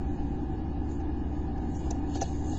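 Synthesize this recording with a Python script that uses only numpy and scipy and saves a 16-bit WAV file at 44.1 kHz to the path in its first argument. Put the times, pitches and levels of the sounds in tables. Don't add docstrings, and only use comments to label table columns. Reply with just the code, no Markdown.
import sys
import numpy as np
from scipy import signal
from scipy.fft import rfft, irfft
from scipy.io import wavfile
from scipy.ndimage import uniform_filter1d

SR = 44100
rng = np.random.default_rng(int(sys.argv[2]) if len(sys.argv) > 2 else 0)


def transcribe(signal):
    frames = np.atleast_2d(signal).T
    limited = np.clip(frames, -1, 1)
    pcm = np.round(limited * 32767).astype(np.int16)
    wavfile.write(sys.argv[1], SR, pcm)


def boost(x):
    u = np.asarray(x, float) / 20
    return 10 ** u


N = 113778

# [t/s, knock level/dB, claw level/dB, claw length/s]
LANDINGS = [(1.002, -42, -60, .01), (1.577, -47, -63.5, 0.0076), (1.7535, -53, -45, .006),
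            (1.863, -40, -47, 0.0045), (1.9085, -32, -29, .0035), (1.945, -45, -49.5, 0.0044),
            (2.154, -33, -42.5, 0.011), (2.172, -44.5, -44.5, 0.008), (2.212, -36, -33, .007),
            (2.216, -24.5, -36, .007), (2.2235, -30, -33, .006), (2.384, -46, -76, 0.005),
            (2.529, -36, -56, 0.0092)]
# [f/Hz, level/dB, t60/s]
FLOOR_MODES = [(309.4, -5, .08), (455.5, -4, .05), (545, -6, .04), (634, -8, 0.06), (684, -0.5, 0.062),
               (782, 0, 0.057), (1413, -16, 0.05), (1728, -14.5, .05), (2122, -20, 0.014),
               (2620, -20, 0.066), (2697, -20.5, 0.037), (3330, -23.5, 0.023)]
# [f/Hz, level per Hz/dB]
CLAW_SPECTRUM = [(1200, -16.5), (2600, -7), (3500, -7), (4380, -2), (5000, -3), (6130, 7.5), (7000, -2.5),
                 (7900, -6)]
# [t/s, feather level/dB, claw drag relative to feathers/dB]
MOVEMENT = [(0, -72.5, -9.5), (.86, -80.5, -10), (.91, -62, -7), (1.05, -81.5, -4.5), (1.302, -75.5, -7.5),
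            (1.371, -66.5, -7), (1.499, -83.5, -2), (1.718, -69, -5.5), (1.761, -59, -16.5), (1.85, -63, 0),
            (1.94, -65, -7), (2.029, -78.5, -4.5), (2.111, -63.5, -2.5), (2.16, -52, 0), (2.2, -56, -3),
            (2.26, -55, -3), (2.421, -60.5, -10.5), (2.55, -53, -2.5)]
# [f/Hz, level per Hz/dB]
FEATHER_SPECTRUM = [(3000, -29.5), (4500, -14.5), (5650, -9), (6500, 3.5), (7200, 0), (7900, -7.5)]
# [f/Hz, level per Hz/dB]
DRAG_SPECTRUM = [(1000, -23.5), (1800, -10), (2300, -11), (3000, -2), (4300, 0.5), (5200, -6.5),
                 (6200, -24.5)]
# [f/Hz, width/Hz, gain/dB]
BOX_RESONANCES = [(323, 65, 12.5), (773.4, 44, 17), (911.3, 150, 7), (1289, 59, -10), (1698, 99, 9.5),
                  (2166, 160, -1), (2653, 76, -12), (2850, 250, 4), (3180, 150, -16.5), (3610, 100, -11.5),
                  (4074, 140, -12), (4584, 100, -6), (5730, 220, -20), (7030, 140, 3)]
# [f/Hz, level per Hz/dB]
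RUMBLE_SPECTRUM = [(20, 6.5), (100, -5), (250, -6.5), (450, -21), (1000, -30.5), (2000, -36.5),
                   (4000, -40.5), (7500, -49.5)]
# [multiple of the firing rate, level/dB]
ENGINE_ORDERS = [(3, -13.5), (4, -1), (5, 2.5), (6, -12.5), (7, -6.5), (9, -15), (10, -14), (10.7, -9.5),
                 (13, -24), (14, -25), (16, -12), (19, -3), (20, -13), (24, -11.5)]
# [f/Hz, level/dB, 6 dB under the sine's peak]
WHINE_TONES = [(1241, -73), (2480, -78.5), (3721, -87.5)]
# [f/Hz, level/dB]
LEAST_STEP = [(100, -80), (2500, -80), (6800, -74), (7200, -64), (7900, -56)]
# [start t/s, end t/s]
ATTACKS = [
    (.997, 1.02),
    (1.56, 1.59),
    (1.902, 1.925),
    (2.15, 2.175),
    (2.205, 2.245),
]

KNOCK_LAG_S, KNOCK_SOFT_HZ = 0.001, 2390
RUB_DB, RUB_GRAINS_PER_S, RUB_GRAIN_DB, RUB_SMOOTH = 4, 3000, 1, 0.41
RUMBLE_DB, RUMBLE_PATCHY_DB = -36.5, 0.4
FIRING_HZ, ENGINE_DB, ENGINE_WOBBLE, ENGINE_FLICKER_DB = 15.07, -36.5, 0.00394, 1.5
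STEP_DB, SHARED_STEP_DB, STEP_SCATTER_DB, DEAD_ZONE = 3.5, -2.5, 3, 0.2
CAMERA_SR, CAMERA_TOP_HZ, SHORT_STEP_DB = 16000, 7840, -3
OFFSET, HISS_DB, HISS_FOLLOWS_DB = -0.0069, -94, -26


def rms_one(x):
    return x / np.sqrt(np.mean(x ** 2) + 1e-20)


def at_hz(points, hz):
    points = np.array(points)
    return np.interp(np.log(hz), np.log(points[:, 0]), points[:, 1])


def drift(rate):
    r = np.exp(-80 * np.pi * rate / SR)
    noise = rng.standard_normal(N // 40 + 2002)
    slow = signal.lfilter([1], [1, -2 * r, r * r], noise)[2000:]
    return np.interp(np.arange(N) / 40, np.arange(len(slow)), rms_one(slow))


def colour(x, spectrum):
    hz = np.maximum(np.arange(N // 2 + 1) * SR / N, 1)
    gain = boost(at_hz(spectrum, hz)) * (hz > spectrum[0][0] / 2)
    return rms_one(irfft(rfft(x) * gain, N))


def ring(clicks, hz, t60):
    r = 1000 ** (-1 / (t60 * SR))
    w = 2 * np.pi * hz / SR
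    return signal.lfilter([0, np.sin(w)], [1, -2 * r * np.cos(w), r * r], clicks + 1e-18)


def claw_scratches():
    t, envelope = np.arange(N) / SR, np.zeros(N)
    for start, _, claw_db, length in LANDINGS:
        age = np.maximum(t - start, 0) / length
        envelope += boost(claw_db) * (t > start) * np.minimum(age * 6, 1) * np.exp(-age)
    return envelope * colour(rng.standard_normal(N), CLAW_SPECTRUM)


def floor_knocks():
    landings, knock = np.array(LANDINGS), np.zeros(N)
    spread_db = rng.normal(0, 1.7, (len(LANDINGS), len(FLOOR_MODES)))
    at = ((landings[:, 0] + KNOCK_LAG_S) * SR).astype(int)
    for k, (hz, db, t60) in enumerate(FLOOR_MODES):
        clicks = np.zeros(N)
        clicks[at] = boost(landings[:, 1] + db + spread_db[:, k])
        knock += ring(clicks, hz, t60) * (-1) ** k
    soft = np.exp(-2 * np.pi * KNOCK_SOFT_HZ / SR)
    return signal.lfilter([1 - soft], [1, -soft], knock)


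def grains():
    sizes_db = RUB_GRAIN_DB * np.minimum(rng.exponential(1, N), 5)
    sizes = boost(sizes_db) * rng.choice([-1, 1], N)
    clicks = sizes * (rng.random(N) < RUB_GRAINS_PER_S / SR)
    return rms_one(clicks) + RUB_SMOOTH * rng.standard_normal(N)


def rubbing():
    t = np.arange(N) / SR
    at, busy, drag = np.transpose(MOVEMENT)
    busy_db, drag_db = np.interp(t, at, busy), np.interp(t, at, drag)
    feathers = boost(2.0 * drift(50)) * colour(grains(), FEATHER_SPECTRUM)
    claws = boost(drag_db + 2.3 * drift(40)) * colour(grains(), DRAG_SPECTRUM)
    return boost(busy_db + RUB_DB) * (feathers + claws)


def boxed(x):
    for hz, width_hz, db in BOX_RESONANCES:
        r = np.exp(-np.pi * width_hz / SR)
        w = 2 * np.pi * hz / SR
        band = np.array([1, 0, -1]) * (1 - r * r) / 2
        x = x + (boost(db) - 1) * signal.lfilter(band, [1, -2 * r * np.cos(w), r * r], x)
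    return x


def rumble():
    return boost(RUMBLE_DB + RUMBLE_PATCHY_DB * drift(6)) * colour(rng.standard_normal(N), RUMBLE_SPECTRUM)


def engine():
    turns = np.cumsum(FIRING_HZ * (1 + ENGINE_WOBBLE * drift(0.92))) / SR
    drone = np.zeros(N)
    for order, db in ENGINE_ORDERS:
        level = boost(db + ENGINE_FLICKER_DB * drift(2.46))
        drone += level * np.sin(2 * np.pi * (order * turns + rng.random()))
    return boost(ENGINE_DB) * drone


def whine():
    t = np.arange(N) / SR
    return sum(boost(db + 6) * np.sin(2 * np.pi * hz * t) for hz, db in WHINE_TONES)


def scene():
    bird_steps = floor_knocks() + claw_scratches()
    return (bird_steps + boxed(rubbing() + rumble()) + engine() + whine())[None]


def camera_channel(x, size, band, extra_db):
    count = round(N * CAMERA_SR / SR)
    low = np.pad(signal.resample(x, count), (size, 2 * size - count % size))
    n, k = np.arange(2 * size), np.arange(size) + 0.5
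    window = np.sin(np.pi * (n + 0.5) / (2 * size))[:, None]
    basis = np.sqrt(2 / size) * window * np.cos(np.pi / size * np.outer(n + 0.5 + size / 2, k))
    frames = np.lib.stride_tricks.sliding_window_view(low, 2 * size)[::size]
    line_hz = k * CAMERA_SR / 2 / size
    lines = (frames @ basis * (line_hz < CAMERA_TOP_HZ)).reshape(len(frames), -1, band)
    level = np.sqrt(np.mean(lines ** 2, axis=2))
    spread = np.exp(uniform_filter1d(np.log(level + 1e-4), size=11, axis=1))
    hz = (np.arange(size // band) + 0.5) * band * CAMERA_SR / 2 / size
    treble = np.sqrt(np.mean(level[:, hz > 2000] ** 2, axis=1, keepdims=True))
    masked = boost(STEP_DB) * spread + boost(SHARED_STEP_DB) * treble
    masked = np.minimum(hz / 2000, 1) ** 2 * boost(extra_db) * masked
    scatter = boost(STEP_SCATTER_DB * rng.standard_normal(level.shape))
    step = ((masked + boost(at_hz(LEAST_STEP, hz))) * scatter)[..., None]
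    lines = np.sign(lines) * np.floor(np.abs(lines) / step + 0.5 - DEAD_ZONE) * step
    back, out = lines.reshape(len(frames), size) @ basis.T, np.zeros(len(low))
    out[:-size] += back[:, :size].ravel()
    out[size:] += back[:, size:].ravel()
    return signal.resample(out[size:size + count], N)


def faint_hiss(x):
    hz = np.arange(N // 2 + 1) * SR / N
    bright = np.sqrt(uniform_filter1d(np.diff(x, 2, prepend=[0, 0]) ** 2, size=400) + 1e-16)
    hiss = (boost(HISS_DB) + boost(HISS_FOLLOWS_DB) * bright) * rng.standard_normal(N)
    return irfft(rfft(hiss) * ((hz < 9650) | (hz > 14500)), N)


def top_cut(x):
    return signal.sosfilt(signal.butter(12, 15720, fs=SR, output="sos"), x)


def record(dry):
    t = np.arange(N) / SR
    short = uniform_filter1d(sum((t > a) * (t < b) * 1.0 for a, b in ATTACKS), size=200)
    x = camera_channel((1 - short) * dry[0], size=768, band=12, extra_db=0)
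    x = x + camera_channel(short * dry[0], size=64, band=2, extra_db=SHORT_STEP_DB)
    mix = (x + OFFSET + faint_hiss(x))[None]
    return top_cut(mix)


dry = scene()
out = record(dry)
transcribe(out)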